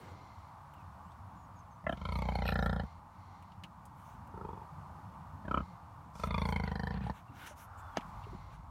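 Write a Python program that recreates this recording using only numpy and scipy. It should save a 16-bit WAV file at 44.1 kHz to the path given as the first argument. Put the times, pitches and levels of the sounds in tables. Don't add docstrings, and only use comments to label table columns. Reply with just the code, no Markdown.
import sys
import numpy as np
from scipy import signal
from scipy.io import wavfile
from scipy.ndimage import uniform_filter1d

SR = 44100
rng = np.random.default_rng(int(sys.argv[2]) if len(sys.argv) > 2 else 0)


def pcm_store(signal):
    levels = np.round(np.clip(np.atleast_2d(signal), -1, 1) * 32767)
    wavfile.write(sys.argv[1], SR, levels.astype(np.int16).T)


def field_ratio(decibels):
    return 10 ** (np.asarray(decibels, dtype=float) / 20)


N = 384066


def rms_one(x):
    return x / np.sqrt(np.mean(x ** 2) + 1e-20)


def add(out, start_s, x):
    i = int(round(start_s * SR))
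    out[i:i + len(x)] += x[:N - i]


def swell(start_s, length_s):
    return np.sin(np.pi * np.clip((np.arange(N) / SR - start_s) / length_s, 0, 1))


def eased(s, start_s, length_s):
    return np.sin(np.pi / 2 * np.clip((s - start_s) / length_s, 0, 1)) ** 2


def in_time(tables, rest=-120):
    t = np.arange(N) / SR
    columns = [[np.interp(t, r[:, 0], c, rest, rest) for c in r.T[1:]] for r in map(np.array, tables)]
    return np.max(columns, axis=0)


def drift(rate):
    knots = rng.standard_normal(int(N / SR * 40) + 2)
    return np.interp(np.arange(N) / SR * np.clip(rate, .1, 39), np.arange(len(knots)), knots)


def ring(seconds, modes):
    t = np.arange(int(seconds * SR)) / SR
    out = 0
    for k, (hz, width, db) in enumerate(modes):
        fade = np.exp(-np.pi * width * t)
        out = out + (-1) ** k * field_ratio(db) * fade * np.sin(2 * np.pi * hz * t)
    return out


def noise_through(response):
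    return signal.fftconvolve(rng.standard_normal(N), response)[:N]


def coloured(spectrum, patchy_db):
    hz, db = np.transpose(spectrum)
    bands = int(3.3 * np.log2(hz[-1] / hz[0]))
    edges = np.geomspace(hz[0], min(hz[-1], .45 * SR), bands + 1)
    out, white = 0, rng.standard_normal((2, N))
    for k, (low, high) in enumerate(zip(edges, edges[1:])):
        band = signal.sosfilt(signal.butter(2, [low, high], "band", fs=SR, output="sos"), white[k % 2])
        level_db = np.interp(np.log(low * high) / 2, np.log(hz), db)
        out = out + band * field_ratio(level_db + patchy_db * drift(14))
    return rms_one(out)


def gliding_tone(length_s, from_hz, to_hz, soft_share):
    hz = np.linspace(from_hz, to_hz, int(length_s * SR))
    return np.sin(2 * np.pi * np.cumsum(hz) / SR) * signal.windows.tukey(len(hz), soft_share)


def soft_note(pitch_hz, t60_s):
    return np.convolve(ring(0.14, [(pitch_hz, 2.3 / t60_s, 0)]), np.hanning(40) / 20)


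# pitch_hz [Hz], level_db [dB]
RUMBLE = [(18, -68), (30, -32), (67, -7.5), (81, 2.5), (97, 1.5), (114, -7), (162, -4.5), (212, -15),
          (282, -18.5), (420, -37), (550, -24), (920, -120)]
# pitch_hz [Hz], level_db [dB]
ROAR = [(180, -45), (300, -18), (411, -26.5), (854, 4), (1080, 2), (1630, -17), (2920, -27), (3280, -28.5),
        (3560, -20), (3810, -29), (9650, -35), (15900, -38.5)]
# start_s [s], length_s [s], engine_db, tyres_db [dB over the steady road]
PASSES = [
    (-0.5, 2.7, 0.5, 2.5),
    (3.5, 2.7, 5, 3.5),
    (5.0, 3, 1, 1.5),
    (7.5, 1.12, 3.5, 6),
    (7.5, 0.77, -3, 0),
]
# start_s [s], length_s [s], level_db [dB]
NEAR_CAR = (7.45, 0.8, -57.5)
# pitch_hz [Hz], width_hz [Hz], level_db [dB]
SPRAY = [(1380, 360, 0)]
RUMBLE_DB, ROAR_DB, DRONE_DB = -54.5, -57.5, -66.5
LORRY_S, LORRY_RISE_S, LORRY_DB = 7.4, 0.92, 17


def road():
    engine_db = sum(swell(start_s, length_s) ** 2 * engine for start_s, length_s, engine, _ in PASSES)
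    tyres_db = sum(swell(start_s, length_s) ** 2 * tyres for start_s, length_s, _, tyres in PASSES)
    rumble = field_ratio(RUMBLE_DB + engine_db) * coloured(RUMBLE, patchy_db=4.5)
    roar = field_ratio(ROAR_DB + tyres_db) * coloured(ROAR, patchy_db=.5)
    hum = ring(.04, [(52, 70, 0)])
    drone_db = DRONE_DB + LORRY_DB * eased(np.arange(N) / SR, LORRY_S, LORRY_RISE_S)
    drone = field_ratio(drone_db) * rms_one(noise_through(np.convolve(hum, hum)))
    hiss = ring(.004, SPRAY)
    start_s, length_s, car_db = NEAR_CAR
    car = swell(start_s, length_s) ** 2 * field_ratio(car_db) * rms_one(noise_through(np.convolve(hiss, hiss)))
    return rumble + roar + drone + car


# start_s [s], length_s [s], from_hz [Hz], to_hz [Hz], level_db [dB]
BIRDS = [(0.75, 0.084, 2950, 2390, -74), (1.04, 0.036, 2950, 2600, -86.5), (1.105, 0.027, 3400, 3660, -77),
         (1.021, 0.13, 6900, 8700, -86), (1.053, 0.07, 2600, 3380, -81), (1.346, .13, 7200, 6560, -80.5),
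         (1.548, 0.073, 6852, 6200, -75.5), (1.701, 0.06, 6550, 6000, -80), (7.279, 0.022, 2780, 2700, -69),
         (7.775, 0.14, 3570, 3440, -77.5), (7.908, 0.06, 3460, 3130, -77), (8.22, 0.037, 2700, 2760, -71),
         (8.223, 0.017, 3410, 3440, -75)]


def birds():
    out = np.zeros(N)
    for start_s, length_s, from_hz, to_hz, db in BIRDS:
        add(out, start_s, np.sqrt(2) * field_ratio(db) * gliding_tone(length_s, from_hz, to_hz, .4))
    blur = uniform_filter1d(rng.standard_normal(N), size=300)
    return out * (.9 + .3 * rms_one(blur))


# start_s [s], length_s [s], level_db [dB]
FAR_GRUNT = (-0.15, .45, -57.5)
# pitch_hz [Hz], width_hz [Hz], level_db [dB]
FAR_THROAT = [(440, 780, 0)]
# start_s [s], peak_db [dB], pitch_hz [Hz], t60_s [s]
MUTTERS = [
    (7.299, -53, 273, 0.27),
    (7.509, -44, 602, 0.076),
    (8.267, -43.5, 413, 0.068),
    (8.33, -42.5, 358, 0.093),
    (8.348, -35, 187, 0.039),
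]


def far_pigs():
    start_s, length_s, level_db = FAR_GRUNT
    out = swell(start_s, length_s) * field_ratio(level_db) * rms_one(noise_through(ring(.01, FAR_THROAT)))
    for start_s, db, hz, t60_s in MUTTERS:
        add(out, start_s, field_ratio(db) * soft_note(hz, t60_s))
    return out


# [7-15 kHz, dB over the peak]
TICKS = [(0.7368, -58.5, 2670, -0.5), (1.118, -61, 3550, -17), (1.5894, -64, 6370, -13),
         (1.972, -51, 3280, -30), (2.014, -58, 3440, -30), (2.571, -63, 7000, -5), (2.611, -68, 9000, -3),
         (3.4244, -57, 2500, -4), (3.52, -55.5, 3240, -23), (3.6363, -39.5, 2860, -15),
         (3.6414, -69, 3300, -27), (3.854, -51.5, 9500, -28), (3.8614, -73, 2380, 2),
         (4.2722, -65, 2480, 5), (6.918, -62, 2900, -25), (6.92, -57, 3600, -25), (6.938, -53, 2870, -24),
         (6.243, -52, 8000, -2), (7.1895, -69, 2410, -16), (7.3204, -57, 2300, -22), (7.97, -30, 2630, -28),
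         (8.008, -46.5, 2600, -28), (8.237, -49.5, 2720, -25)]


def ticks():
    out, t = np.zeros(N), np.arange(int(0.054 * SR)) / SR
    for start_s, db, hz, edge_db in TICKS:
        burst = rng.standard_normal(len(t)) * field_ratio(-60 * t / 0.057)
        body = signal.fftconvolve(burst, ring(.005, [(hz, hz * 0.32, 0)]))[:len(t)]
        edge = signal.sosfilt(signal.butter(4, 6500, "high", fs=SR, output="sos"), burst)
        add(out, start_s, field_ratio(db) * (body / abs(body).max() + field_ratio(edge_db) * edge / abs(edge).max()))
    return out


# start_s [s], peak_db [dB]
SMACK = [
    (7.9712, -17.5),
    (7.9775, -18),
    (7.9825, -13.5),
]
# pitch_hz [Hz], level_db [dB], t60_s [s]
JAW = [(237, -12.5, 0.03), (664, -1, 0.013), (955, -5.5, 0.014), (1280, -15, 0.031), (1680, -16.5, 0.032),
       (2670, -11, 0.015), (4840, -11.5, 0.0028), (6370, -18.5, 0.017)]


def smack():
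    out = np.zeros(N)
    for k, (start_s, db) in enumerate(SMACK):
        modes = [(hz, 2.5 / t60_s, level_db - k * 14 * np.log2(hz / 220)) for hz, level_db, t60_s in JAW]
        add(out, start_s, field_ratio(db) * ring(.05, modes))
    return out


# start_s [s], level_db [dB]
SNORT = [
    (2.43, -79),
    (2.482, -53.5),
    (2.54, -74),
]
# pitch_hz [Hz], width_hz [Hz], level_db [dB]
SNORT_MODES = [(2480, 125, 4), (2890, 240, -2.5), (3300, 61, -12), (4100, 340, 4), (5550, 250, -12),
               (8150, 350, -17.5), (11200, 180, -19), (12800, 250, -9), (14700, 250, -24)]
FLUTTER_HZ = 75


def snort():
    gate = np.cos(np.pi * FLUTTER_HZ * (np.arange(N) / SR - 2.479)) ** 6 + 0.16
    air = signal.fftconvolve(gate * rng.standard_normal(N), ring(.02, SNORT_MODES))[:N]
    return field_ratio(in_time([SNORT])[0] + 13.5) * rms_one(air)


# start_s [s], length_s [s], from_hz [Hz], to_hz [Hz], level_db [dB]
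WHISTLES = [(6.25, .2, 3580, 3330, -59), (6.52, .08, 3150, 3090, -63), (6.375, .07, 9400, 9300, -73),
            (6.36, .07, 5600, 5700, -70), (2.59, .045, 5960, 5940, -67), (2.625, .03, 5500, 5480, -69),
            (2.418, .035, 5650, 5600, -65), (2.76, .07, 3150, 3150, -68), (6.79, .11, 3120, 3100, -66),
            (2.3, .1, 4750, 4600, -70), (2.16, .05, 6250, 6200, -71), (7.01, .03, 2480, 2500, -63),
            (6.94, .04, 2850, 2900, -62), (6.55, .12, 2200, 2130, -60), (6.84, .14, 4620, 4600, -71)]


def whistles():
    out = np.zeros(N)
    for start_s, length_s, from_hz, to_hz, db in WHISTLES:
        add(out, start_s, field_ratio(db) * gliding_tone(length_s, from_hz, to_hz, .5))
    waver = uniform_filter1d(uniform_filter1d(rng.standard_normal(N), size=150), size=150)
    return out * (.6 + .8 * rms_one(waver))


# start_s [s], length_s [s], nostril_db [dB], jet_db [dB]
SNIFFS = [(-.1, 0.27, -64, -72.5), (0.779, 0.055, -78, -78), (3.93, 0.28, -70.5, -74),
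          (6.147, 0.18, -59.5, -90), (6.28, 0.25, -62, -74), (6.42, 0.13, -80, -68.5),
          (6.612, 0.14, -57, -76), (6.91, 0.095, -56.5, -90), (6.991, 0.14, -57.5, -75.5),
          (7.12, 0.11, -62.5, -73), (7.323, 0.23, -53, -64.5), (7.458, 0.028, -51.5, -63),
          (7.553, 0.12, -62.5, -61.5), (7.766, 0.061, -69, -68.5), (7.954, 0.035, -48.5, -73),
          (8.491, 0.086, -61.5, -72)]
# pitch_hz [Hz], width_hz [Hz], level_db [dB]
NOSTRILS = [(1460, 340, 9), (2180, 250, 4), (2860, 1160, 11.5), (4250, 1100, -0.5)]
# pitch_hz [Hz], level_db [dB per Hz]
JET = [(2940, -47), (5000, -10.5), (5870, -1), (6620, -14.5), (8600, -4.5), (10400, -13), (13900, -10),
       (15900, -18)]
# start_s [s], length_s [s], level_db [dB]
INTAKE = (6.13, 0.16, -63)
# pitch_hz [Hz], level_db [dB]
INTAKE_AIR = [(3000, -10), (4500, 0), (6000, 3), (7500, -8), (9200, -1), (10500, -14), (15000, -17)]
# start_s [s], length_s [s], level_db [dB]
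SIGHS = [
    (-.3, 0.93, -69),
    (1.84, 0.88, -64),
    (2.7, 0.32, -70.5),
    (3.05, 0.55, -73),
    (5.42, 0.41, -71.5),
    (6.2, 0.62, -73),
    (8.0, 0.67, -70),
]
# pitch_hz [Hz], width_hz [Hz], level_db [dB]
SNOUT = [(2090, 89, -5), (3300, 1030, 1.5), (4290, 600, 1), (5820, 520, -7), (7030, 180, -16)]


def sniffs():
    nose = noise_through(ring(0.021, NOSTRILS))
    nose = rms_one(signal.sosfilt(signal.butter(6, 4600, fs=SR, output="sos"), nose)) * field_ratio(2.2 * drift(39))
    jet = coloured(JET, patchy_db=6.0)
    out = np.zeros(N)
    for start_s, length_s, nostril_db, jet_db in SNIFFS:
        out += swell(start_s, length_s) ** 1.05 * (field_ratio(nostril_db) * nose + field_ratio(jet_db) * jet)
    start_s, length_s, level_db = INTAKE
    out += swell(start_s, length_s) * field_ratio(level_db) * coloured(INTAKE_AIR, patchy_db=1.0)
    sigh = sum(swell(start_s, length_s) * field_ratio(db) for start_s, length_s, db in SIGHS)
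    return out + sigh * rms_one(noise_through(ring(0.021, SNOUT)))


# start_s [s], peak_db [dB], pitch_hz [Hz], t60_s [s]
GULPS = [
    (7.066, -29, 830, 0.06),
    (7.097, -25.5, 886, 0.043),
    (7.097, -34.5, 990, 0.05),
]


def gulps():
    out = np.zeros(N)
    for start_s, db, hz, t60_s in GULPS:
        add(out, start_s, field_ratio(db) * soft_note(hz, t60_s))
    return out


# pitch_hz [Hz], width_hz [Hz], level_db [dB]
CHEST = [(67.4, 23.7, 0.5), (86, 14.3, -7)]
# pitch_hz [Hz], width_hz [Hz], level_db [dB]
WINDPIPE = [(124, 24.4, -7.5), (192.3, 43.2, -0.5)]
# start_s [s], level_db [dB]
CHEST_SHARE = [(1.9, -4), (2.1, 5), (2.5, 2.5), (2.85, -1.5), (4.4, -3), (5.55, -0.5), (6.3, 1),
               (6.6, -1.5), (6.8, -4), (6.95, 0), (7.1, -5)]
# start_s [s], length_s [s], times as unsteady
BREAK_UP = (6.88, .2, 7)
WOBBLE_S, WOBBLE_DB, WOBBLE_PITCH = .0006, 1.0, .025


def thump(s, lag_s, chance):
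    start_s, length_s, times = BREAK_UP
    unsteady = 1 + times * swell(start_s, length_s)[int(s * SR)]
    spreads = [WOBBLE_S * unsteady, WOBBLE_PITCH, WOBBLE_DB, WOBBLE_DB * np.sqrt(unsteady)]
    late, pitch, pipe_db, chest_db = chance * spreads
    share_db = np.interp(s, *np.transpose(CHEST_SHARE)) + chest_db
    chest = [(hz * (1 - pitch), width, db) for hz, width, db in CHEST]
    pipe = [(hz * (1 + pitch), width / unsteady ** .4, db) for hz, width, db in WINDPIPE]
    out = field_ratio(share_db) * ring(.15, chest)
    add(out, max(lag_s + late, 0), field_ratio(pipe_db) * ring(.11, pipe))
    return out


# from_hz [Hz], to_hz [Hz], width_hz [Hz], from_db [dB], to_db [dB]
BARK_TONGUE = [(270, 240, 23, 5, 18), (628, 670, 69, 20.5, 17), (1075, 1020, 46, 8, 1),
               (1334, 1330, 18, 3, 3), (1770, 1660, 59, 12, 7), (1990, 1900, 61, 17.5, -23),
               (3300, 3140, 100, -14, 12), (3720, 3650, 150, -23, 2.5)]
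BARK_LIPS = [(2700, 2400, 110, 2, -2)]
EARLY_TONGUE = [(576, 588, 106, 13, 16.5), (1040, 804, 43, 11, 15), (1348, 950, 21, 9, 1),
                (1800, 1550, 140, -16, 10.5), (3127, 2800, 114, 11.5, -15), (3710, 3090, 45, -7, -3)]
LONG_LIPS = [(2226, 1775, 68, 10.5, 15), (4300, 4167, 86, 1, 3), (4660, 4550, 134, -4, -9),
             (7300, 9100, 180, -32, -30)]
FIRST_LIPS = [(447, 471, 67, 3, 13), (766, 781, 76, -3, 19.5), (1330, 1376, 36, -4, 11),
              (3720, 3720, 43, -9, -3), (3080, 3400, 65, -30, -5), (5300, 5080, 100, -26, -0.5)]
SOFT_TONGUE = [(384, 395, 103, 19, 11.5), (925, 906, 23, 5.9, 7.1), (1350, 1120, 54, 5.6, 1.8)]
SOFT_LIPS = [(2420, 2500, 74, -36, -10), (3300, 3300, 60, -33, -13.5)]
GRUFF_TONGUE = [(292, 255, 73, 17.5, 25.5), (625, 560, 202, 29, 27.5), (1720, 1280, 34, 7, 18.5),
                (2380, 2380, 140, -3, 11), (3240, 3020, 72, -6, 6), (3700, 3400, 160, -5, -7.5),
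                (2000, 2300, 130, -12, 4)]
GRUFF_LIPS = [(980, 1036, 68, 13, 18.3)]
LATE_TONGUE = [(1330, 966, 23, 12, 6.3)]
LAST_LIPS = [(462, 464, 31.6, 5, 6.5), (1660, 1530, 180, 8, 13), (2170, 1796, 79, 11.5, 14),
             (4315, 4160, 87, 4.5, 4.5), (4710, 4620, 83, -4.5, 1), (5770, 5620, 74, -14, -8)]
LATE_JAW = [(1390, 1480, 85, 3, 8.5), (2430, 2280, 61, 7.5, -17), (3530, 3120, 41, 3.5, -5)]
VOICES = [(BARK_TONGUE, BARK_LIPS), (EARLY_TONGUE, LONG_LIPS + FIRST_LIPS), (SOFT_TONGUE, SOFT_LIPS),
          (GRUFF_TONGUE, GRUFF_LIPS),
          (LATE_TONGUE, LAST_LIPS, LATE_JAW, [(628, 610, 88, 17, 2), (990, 774, 19, 10.4, 5)])]
DULLING = 0.19


def tract_at(s, moves, voice, mouth_db):
    modes = []
    for move, rows in zip(moves, voice):
        p = eased(s, *move)
        for from_hz, to_hz, width, from_db, to_db in rows:
            modes.append((from_hz + p * (to_hz - from_hz), width, from_db + p * (to_db - from_db)))
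    return [(hz, width, db + mouth_db * (1 + DULLING * np.log2(hz / 500))) for hz, width, db in sorted(modes)]


# pitch_hz [Hz], width_hz [Hz], level_db [dB]
TURBINATES = [(5710, 200, 0), (6160, 160, -16), (7200, 120, -9.5), (8440, 200, -0.5), (9220, 210, 3.5),
              (11550, 150, -3.5), (12500, 300, 0), (13600, 370, 3)]
CRACKLES_PER_S, CRACKLE_DB = 45, -4


def rasp(puffs, rasp_db):
    narrow = signal.fftconvolve(rng.standard_normal(N) * field_ratio(7.2 * drift(39)), ring(.01, TURBINATES))[:N]
    air = .75 * coloured(JET, patchy_db=5.0) + .5 * rms_one(narrow)
    bursts = (rng.random(N) < CRACKLES_PER_S / SR) * rng.exponential(1, N)
    crackle = field_ratio(CRACKLE_DB) * np.convolve(bursts, np.hanning(130), "same")
    return (puffs + crackle) * field_ratio(rasp_db + 6.5) * air


OPEN_RISE, LEAK_TOP_HZ = 0.033, 2600


def leak(t, tract, detune):
    air = signal.lfilter([1], [1, -.55], rng.standard_normal(len(t)))
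    air = air * np.sin(np.pi * np.clip(t / .034, 0, 1))
    rise = 1 + OPEN_RISE * (1 + detune)
    damped = np.interp(t * rise, t, tract) * np.exp(-t / .006)
    whisper = signal.fftconvolve(rms_one(air) / np.sqrt(len(t)), damped)
    return signal.lfilter(*signal.butter(1, LEAK_TOP_HZ, fs=SR), whisper)


def flap_times(rows):
    s, rate = np.transpose(rows)
    t = np.arange(s[0], s[-1] + .01, 1 / SR)
    turns = np.cumsum(np.interp(t, s, rate)) / SR
    return np.interp(np.arange(int(turns[-1]) + 1), turns, t)


# start_s [s], rate [flaps per s]
FLAP_RATE = [
    [(1.8405, 38.4), (1.8663, 39.17), (1.9252, 28.8)],
    [(1.973, 23.48), (2.1274, 30.57), (2.5952, 29.26), (2.6037, 28.05), (2.7572, 30.11), (2.8337, 25.47)],
    [(4.3397, 29.04), (4.4315, 26.79), (4.5232, 23.1), (4.615, 23.66)],
    [(5.4509, 34.17), (5.5274, 31.73), (5.604, 33.07)],
    [(6.1534, 22.15), (6.2698, 28.61), (6.4043, 26.57), (6.473, 28.9), (6.6126, 25.8), (6.7784, 24.93),
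     (7.0982, 34.01)],
]
# start_s [s], chest_db, mouth_db (opening), rasp_db [dB]
SHORT_EFFORT = [
    [(1.84, -46, -22, -87), (1.866, -40, 1, -83), (1.92, -39.5, 1.5, -70), (1.96, -35, -16, -90)],
    [(4.32, -54, -11.5, -90), (4.46, -44, 1, -93), (4.64, -58, -12, -96)],
    [(5.43, -47.5, -16, -98), (5.485, -42, -5.5, -96), (5.55, -38.5, 2, -96), (5.58, -37, -0.5, -95),
     (5.61, -38, -12, -98), (5.64, -42, -20, -97)],
]
# start_s [s], chest_db, mouth_db (opening), rasp_db [dB]
LONG_EFFORT = [
    [(1.96, -47, -17, -81), (2.02, -44, -9.5, -83), (2.05, -41, -3.5, -75), (2.15, -37.5, -4, -70),
     (2.42, -35.5, -2, -78), (2.49, -35.5, -2, -68.5), (2.65, -31.5, -1.5, -68.5), (2.8, -34.5, -6, -78),
     (2.87, -43, -25, -80)],
    [(6.14, -51, -19.5, -71), (6.25, -37, -5.5, -72), (6.39, -32.5, -0.5, -71), (6.52, -33.5, 0.5, -67.5),
     (6.65, -35, -3, -80), (6.87, -35.5, -3, -72), (7.01, -40.5, -14, -105), (7.085, -40, -11.5, -79),
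     (7.13, -26, 2, -71)],
]
# start_s [s], length_s [s]
MOVES = [
    [(1.853, 0.06), (1.88, 0.059)],
    [(2.02, 0.34), (2.35, 0.15)],
    [(4.3, 0.34), (4.3, 0.24)],
    [(5.444, 0.086), (5.5, 0.063)],
    [(6.15, 0.415), (6.56, 0.22), (6.33, 0.25), (6.2, 0.498)],
]
# start_s [s], length_s [s], swing_db [dB on odd flaps]
SWINGS = [
    (2.74, 0.071, -2),
    (2.147, 0.3, 3.5),
    (6.2, 0.11, -9),
]
LEAK_DB = [-22, -15, -13, -20, -16]
GLIDES = [0.0084, 0.028, 0.006, 0.0062, 0.035]
CHEST_LAG_S = [.006, .0042, .006, .003, .004]
GLIDE_S, GLIDE_TOP_HZ = 0.0085, 2380
SHUT_S, LEFT, RAGGED_DB = .011, .36, -24.5
SNAP, SNAP_S = 1.5, .0014
SINUS_HZ, SINUS_Q = 2780, 11


def grunts():
    mouth, thumps, puffs = np.zeros(N), np.zeros(N), np.zeros(N)
    chest_db, mouth_db, rasp_db = in_time(SHORT_EFFORT + LONG_EFFORT)
    swing = sum(db * swell(start_s, length_s) for start_s, length_s, db in SWINGS)
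    t = np.arange(int(.06 * SR)) / SR
    closing = 1 - np.exp(-(t / .0027) ** 2)
    opening = LEFT + (1 - LEFT) * np.exp(-(t / SHUT_S) ** 4)
    for rows, leak_db, moves, voice, glide, lag_s in zip(FLAP_RATE, LEAK_DB, MOVES, VOICES, GLIDES, CHEST_LAG_S):
        bent = np.cumsum(1 + glide * np.tanh(t / GLIDE_S - 1)) / SR
        for k, s in enumerate(flap_times(rows)):
            now = int(s * SR)
            uneven, detune = rng.normal(0, 1, (2, 22))
            modes = []
            for (hz, width, db), u, d in zip(tract_at(s, moves, voice, mouth_db[now]), uneven, detune):
                modes.append((hz * (1 + hz / 2e5 * d), width, db + min(.5 + hz / 1300, 3.5) * u))
            low = ring(.06, [(hz, width, db - 200 * (hz > GLIDE_TOP_HZ)) for hz, width, db in modes])
            tract = (ring(.06, modes) - low + np.interp(bent, t, low)) * closing
            splash = rng.standard_normal(len(t)) * closing * np.exp(-t / 0.0073)
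            blurred = ring(.004, [(hz, 4 * width, db - 6 * (hz < 1200)) for hz, width, db in modes])
            ragged = signal.fftconvolve(splash, blurred)[:len(t)]
            swing_db = swing[now] * (-1) ** (k + 1)
            add(mouth, s - .001, (tract * opening + field_ratio(RAGGED_DB) * ragged) * field_ratio(swing_db - 39.5))
            add(mouth, s - .0015, leak(t, tract, detune[-1]) * field_ratio(leak_db + 5 - 39))
            puff = closing * np.exp(-t / .004) + .2 * np.sin(np.pi * t / .06)
            add(puffs, s - .001, field_ratio(swing_db + 2.5 * uneven[0]) * puff)
            add(puffs, s + 0.0012, field_ratio(swing_db + 3.6 * uneven[1]) * SNAP * np.exp(-t / SNAP_S))
            add(thumps, s - .0065, field_ratio(chest_db[now] + 8) * thump(s, lag_s, uneven[-4:]))
    body = signal.sosfilt(signal.butter(4, 295, fs=SR, output="sos"), thumps)
    mouth = signal.sosfilt(signal.butter(3, 370, "high", fs=SR, output="sos"), mouth)
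    mouth = signal.lfilter(*signal.iirnotch(SINUS_HZ, SINUS_Q, SR), mouth)
    return mouth + body + rasp(puffs, rasp_db)


def scene():
    far = road() + birds() + far_pigs()
    near = ticks() + smack() + snort() + whistles() + sniffs() + gulps() + grunts()
    return (far + near)[None]


def low_pass(x):
    return signal.sosfilt(signal.butter(12, 16040, fs=SR, output="sos"), x)


def record(dry):
    mix = signal.sosfilt(signal.butter(6, 42, "high", fs=SR, output="sos"), dry)
    return low_pass(mix)


dry = scene()
out = record(dry)
pcm_store(out)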